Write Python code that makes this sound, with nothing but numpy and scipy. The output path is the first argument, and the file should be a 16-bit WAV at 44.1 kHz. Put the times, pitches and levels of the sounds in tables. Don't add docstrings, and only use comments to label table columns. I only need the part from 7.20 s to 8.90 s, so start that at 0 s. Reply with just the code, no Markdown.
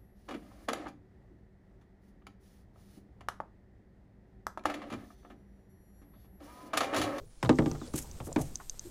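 import sys
import numpy as np
from scipy import signal
from scipy.fft import rfft, irfft
from scipy.io import wavfile
from scipy.ndimage import uniform_filter1d

SR = 44100
rng = np.random.default_rng(int(sys.argv[2]) if len(sys.argv) > 2 else 0)


def bounce(signal):
    frames = np.transpose(np.atleast_2d(signal))
    limited = np.clip(frames, -1, 1)
    pcm = np.round(limited * 32767).astype(np.int16)
    wavfile.write(sys.argv[1], SR, pcm)


N = 74970
BIN_HZ = np.arange(N // 2 + 1) * SR / N


def undb(db):
    return 10 ** (np.asarray(db) / 20)


def unit_rms(x):
    return x / np.sqrt(np.mean(x ** 2))


def since(start):
    return np.maximum(np.arange(N) / SR - start, 0)


def decay(t, t60):
    return np.exp(-np.log(1000) * t / t60) * (t > 0)


def swell(start, rise, t60):
    return np.minimum(since(start) / rise, 1) * undb(-60 * since(start + rise) / t60)


def colour(x, spectrum):
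    hz, db = np.array(spectrum).T
    gain = undb(np.interp(np.log(BIN_HZ + 1e-9), np.log(hz), db))
    return unit_rms(irfft(rfft(x) * gain, N))


def drift(per_s):
    hold = int(SR / per_s)
    steps = np.repeat(rng.standard_normal(N // hold + 1), hold)
    return unit_rms(uniform_filter1d(steps, hold)[:N])


def resonance(hz, width):
    shape = 1 / (1 + (np.log((BIN_HZ + 1) / hz) / width) ** 2 / 2) ** 2
    return unit_rms(irfft(rfft(rng.standard_normal(N)) * shape, N))


def patter(per_s=16000, spread_db=1.5):
    hits = rng.random(N) < per_s / SR
    return hits * rng.standard_normal(N) * undb(spread_db * rng.exponential(size=N))


# f/Hz, relative level/dB
SWAY_SPECTRUM = [(5, -6.5), (13, -27), (24, -9.5), (45, -29), (100, -47), (400, -100)]
RUMBLE_SPECTRUM = [(20, -28), (45, 3), (85, 0.5), (150, -5.5), (300, -14), (700, -23), (2000, -41)]
RUSTLE_SPECTRUM = [(300, 9), (1000, 1), (2500, -3.5), (4500, -1.5), (6500, 0.5), (8500, 1.5),
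                   (10500, -10.5), (13000, -4.5), (15500, -28)]
# t/s, rumble level/dB, rustle level/dB, rustle treble gain/dB
BACKGROUND_LEVELS = [(0, -48.5, -70, -7), (0.118, -61.5, -68.5, -24), (.21, -62.5, -63, -19),
                     (.3, -51, -55, -13), (.5, -46.5, -55.5, -1.5), (0.701, -51, -57, -14),
                     (.85, -47, -55.5, 0.5), (.97, -48.5, -58.5, 0), (1.06, -51, -59.5, 3.5),
                     (1.3, -46, -60.5, -1), (1.472, -60, -60, 7.5), (1.581, -58.5, -59.5, 2.5),
                     (1.7, -53.5, -59, 7)]


def boat_and_rustle(treble_hz=8400, flicker_db=1.45):
    t = since(0)
    times, *levels = np.array(BACKGROUND_LEVELS).T
    rumble_db, rustle_db, treble_db = (np.interp(t, times, db) for db in levels)
    sway = undb(-50.5) * colour(rng.standard_normal(N), SWAY_SPECTRUM)
    rumble = undb(rumble_db) * colour(rng.standard_normal(N), RUMBLE_SPECTRUM)
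    grain = colour(patter(), RUSTLE_SPECTRUM)
    dull = irfft(rfft(grain) / (1 + (BIN_HZ / treble_hz) ** 8), N)
    treble = undb(treble_db) * (grain - dull)
    rustle = undb(rustle_db + flicker_db * drift(per_s=39.75)) * (dull + treble)
    return sway + rumble + rustle


# t/s, level/dB, f/Hz, T60/s
WATER_LAPS = [(-.005, -48.5, 438, 0.15), (0.656, -53.5, 523, 0.19), (.83, -55.5, 825, 0.14),
              (1.185, -41.5, 670, 0.15), (1.641, -46.5, 332, 0.17)]


def laps(rise_s=0.019):
    return sum(undb(db) * resonance(hz, width=0.17) * swell(start, rise_s, t60)
               for start, db, hz, t60 in WATER_LAPS)


# start t/s, end t/s, level/dB
INSECT_BUZZES = [(.05, 0.212, -72), (0.656, 0.742, -64)]


def insect(edge_s=0.018):
    t = since(0)
    envelope = sum(undb(db) * np.clip(np.minimum(t - start, end - t) / edge_s + 0.5, 0, 1)
                   for start, end, db in INSECT_BUZZES)
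    return envelope * resonance(hz=9500, width=0.085)


# t/s, level/dB, rise time/s, T60/s, spectral tilt/(dB per octave)
SPRAY_FLICKS = [(0.227, -47.5, 0.0011, 0.16, -1), (0.734, -45, 0.005, 0.19, -3),
                (.7570, -33.5, 0.0018, 0.048, 3), (0.773, -34, 0.011, 0.069, 0.5),
                (0.802, -49, 0.025, 0.095, 5), (1.026, -50.5, 0.047, 0.06, 5),
                (1.174, -50.5, 0.023, 0.45, -1), (1.2124, -39, 0.0032, 0.028, 3.5)]
# f/Hz, relative level/dB
SPRAY_SPECTRUM = [(1000, -17), (2500, -13.5), (4000, -17), (6500, -7), (9000, -8), (12000, -11.5),
                  (15500, -26)]


def spray(clump_db=1.5):
    out = np.zeros(N)
    drops = patter() * undb(clump_db * drift(per_s=400))
    for start, db, rise, t60, tilt in SPRAY_FLICKS:
        spectrum = [(hz, level + tilt * np.log2(hz)) for hz, level in SPRAY_SPECTRUM]
        out += undb(db) * swell(start, rise, t60) * colour(drops, spectrum)
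    return out


# f/Hz, relative level/dB
WALL_SPECTRUM = [(150, -42), (300, 1), (480, 2.5), (750, 0), (1000, 0), (1450, -8), (1900, -9.5),
                 (2600, -14), (3500, -12), (4300, -15), (5300, -15), (9000, -15), (15000, -39)]


def wall_bands(lowest_hz=180, count=14):
    spectrum = rfft(colour(rng.standard_normal(N), WALL_SPECTRUM))
    half_octaves = 2 * np.log2((BIN_HZ + 1) / lowest_hz)
    bands = []
    for k in range(count):
        triangle = np.maximum(1 - abs(half_octaves - k), 0)
        bands.append((lowest_hz * 2 ** (k / 2), irfft(spectrum * triangle, N)))
    return bands


def build_up(t, hz, cycles=0.62):
    return 1 - np.exp(-t * hz / cycles)


def contact_gain(hz, cutoff_hz):
    return 1 / np.sqrt(1 + (hz / cutoff_hz) ** 3)


# f/Hz, relative level/dB, T60/s
HULL_MODES = [(68, -15.5, 0.37), (128.5, -3.5, 0.13), (149.2, -7.5, 0.264), (250.5, -7.5, 0.28),
              (258, -10, 0.2), (293.3, 4, 0.074), (308.1, -4, 0.18), (346.9, -4.5, 0.15),
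              (433.2, -16.5, 0.3), (534, -19.5, 0.27), (648.5, -17, 0.099), (795, -20.5, 0.22),
              (920, -26, 0.22), (1029, -29, 0.12), (1208, -21.5, 0.17)]
# t/s, boom level/dB, clack level/dB, contact cut-off f/Hz, bass gain/dB, spot f/Hz, spot level/dB
HULL_BLOWS = [(.2280, -34, -23.5, 4100, 4, 1725, -29), (0.248, -54, -29.5, 5070, -5, 3060, -48),
              (0.259, -44, -37, 4060, 27, 3600, -42.5), (.2930, -13, -12.5, 2780, -4.5, 3530, -34),
              (.3280, -33, -38, 2500, 5, 3530, -59), (0.3865, -18, -18, 2720, 1, 1990, -31),
              (.4210, -33.5, -32.5, 2030, 2, 1230, -51), (.4590, -23.5, -26.5, 3140, -1.5, 1920, -45.5),
              (0.513, -35.5, -34.5, 2374, 9, 770, -53), (0.547, -38.5, -38, 708, 2.5, 1140, -52),
              (.6150, -35.5, -38.5, 1320, -9, 1260, -50), (.7380, -29.5, -39.5, 1330, 2.5, 1070, -34.5),
              (1.0020, -45.5, -33, 1480, 5, 2950, -45.5), (1.069, -39.5, -36, 1200, 5.5, 604, -47),
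              (1.1610, -21, -22.5, 3240, -8.5, 2020, -30.5), (1.1880, -34, -32.5, 1800, 4, 505, -24.5)]


def hull(flex=0.0183, detune=0.0029, place_spread_db=2, bass_hz=189):
    out, bands = np.zeros(N), wall_bands()
    clocks = [np.cumsum(1 + flex * drift(per_s=35)) / SR for _ in HULL_MODES]
    for start, boom_db, clack_db, cutoff_hz, bass_db, spot_hz, spot_db in HULL_BLOWS:
        for (hz, db, t60), clock in zip(HULL_MODES, clocks):
            place, mistune = rng.standard_normal(2)
            travel_s = 0.002945 * np.sqrt(300 / hz)
            t = since(start + travel_s)
            shelf_db = bass_db / (1 + (hz / bass_hz) ** 6)
            gain = undb(boom_db + db + place_spread_db * place + shelf_db) * contact_gain(hz, cutoff_hz)
            phase = 2 * np.pi * hz * (1 + detune * mistune) * (clock - clock[np.argmax(t > 0)])
            out += gain * build_up(t, hz) * decay(t, t60) * np.sin(phase)
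        t = since(start)
        crack = undb(-0.5) * decay(t, t60=0.012)
        for hz, noise in bands:
            ring = decay(t, t60=0.088 * (1000 / hz) ** 0.43)
            gain = undb(clack_db) * contact_gain(hz, cutoff_hz)
            out += gain * noise * build_up(t, hz) * (ring + crack) / 2
        spot = undb(spot_db) * resonance(spot_hz, width=0.17)
        out += spot * build_up(t, spot_hz) * decay(t, t60=0.031)
    return out


# t/s, level/dB, f/Hz
TACKLE_TICKS = [(0.2289, -33.5, 5200), (0.3564, -40, 6300), (0.5144, -31, 5980), (0.6764, -42.5, 4640),
                (0.8257, -35, 7000), (0.9133, -35.5, 6060), (1.128, -30, 7170), (1.3503, -45, 6000),
                (1.3565, -21.5, 6340), (1.36, -39.5, 6750), (1.3722, -42.5, 6230), (1.4968, -22, 6290),
                (1.5943, -27, 6230)]
# ratio to the tick's frequency, relative level/dB, T60/s
TACKLE_MODES = [(.62, -26.5, 0.018), (.84, -7, 0.0043), (1.002, 1, 0.0078), (1.11, -18, 0.0083),
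                (1.399, -22, 0.006)]


def tackle(rise_s=0.0001):
    out = np.zeros(N)
    for start, db, hz in TACKLE_TICKS:
        t = since(start)
        ring = sum(undb(mode_db) * decay(t, t60) * np.sin(2 * np.pi * hz * ratio * t)
                   for ratio, mode_db, t60 in TACKLE_MODES)
        rattle = undb(-13) * resonance(hz, width=0.22) * decay(t, t60=0.02)
        out += undb(db) * (ring + rattle) * (1 - np.exp(-t / rise_s))
    return out


# t/s, level/dB, f/Hz
HEEL_THUMPS = [(.238, -25, 126.8), (0.257, -28.5, 173), (.545, -50, 95.3), (.740, -34.5, 73),
               (1.007, -33, 114.7), (1.044, -35.5, 78.4), (1.205, -28, 129.6)]
# t/s, level/dB, centre f/Hz, T60/s
FLOOR_SCUFFS = [(0.549, -48.5, 1070, 0.079), (1.084, -41, 467, 0.11), (1.116, -41.5, 600, 0.023),
                (1.398, -45.5, 970, 0.085), (1.402, -65, 1880, 0.028), (1.539, -53, 620, 0.027)]


def feet():
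    thumps = sum(undb(db) * swell(start, rise=0.0037, t60=0.14) * np.sin(2 * np.pi * hz * since(start))
                 for start, db, hz in HEEL_THUMPS)
    scuffs = sum(undb(db) * swell(start, rise=0.005, t60=t60) * resonance(hz, width=0.42)
                 for start, db, hz, t60 in FLOOR_SCUFFS)
    return thumps + scuffs


# t/s, f/Hz
BIRD_GLIDE = [(0.593, 4300), (.612, 3950), (0.631, 3490), (.668, 3300)]


def bird(peak_db=-60.5):
    t = since(0)
    times, hz = np.array(BIRD_GLIDE).T
    progress = np.clip((t - times[0]) / (times[-1] - times[0]), 0, 1)
    arch = np.sqrt(np.abs(np.sin(np.pi * progress)))
    phase = 2 * np.pi * np.cumsum(np.interp(t, times, hz)) / SR
    return undb(peak_db) * arch * np.sin(phase)


def scene():
    return (hull() + feet() + tackle() + spray() + laps() + bird() + insect() + boat_and_rustle())[None]


def record(dry):
    return signal.sosfilt(signal.ellip(8, 0.2, 70, 15900, fs=SR, output="sos"), dry)


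dry = scene()
out = record(dry)
bounce(out)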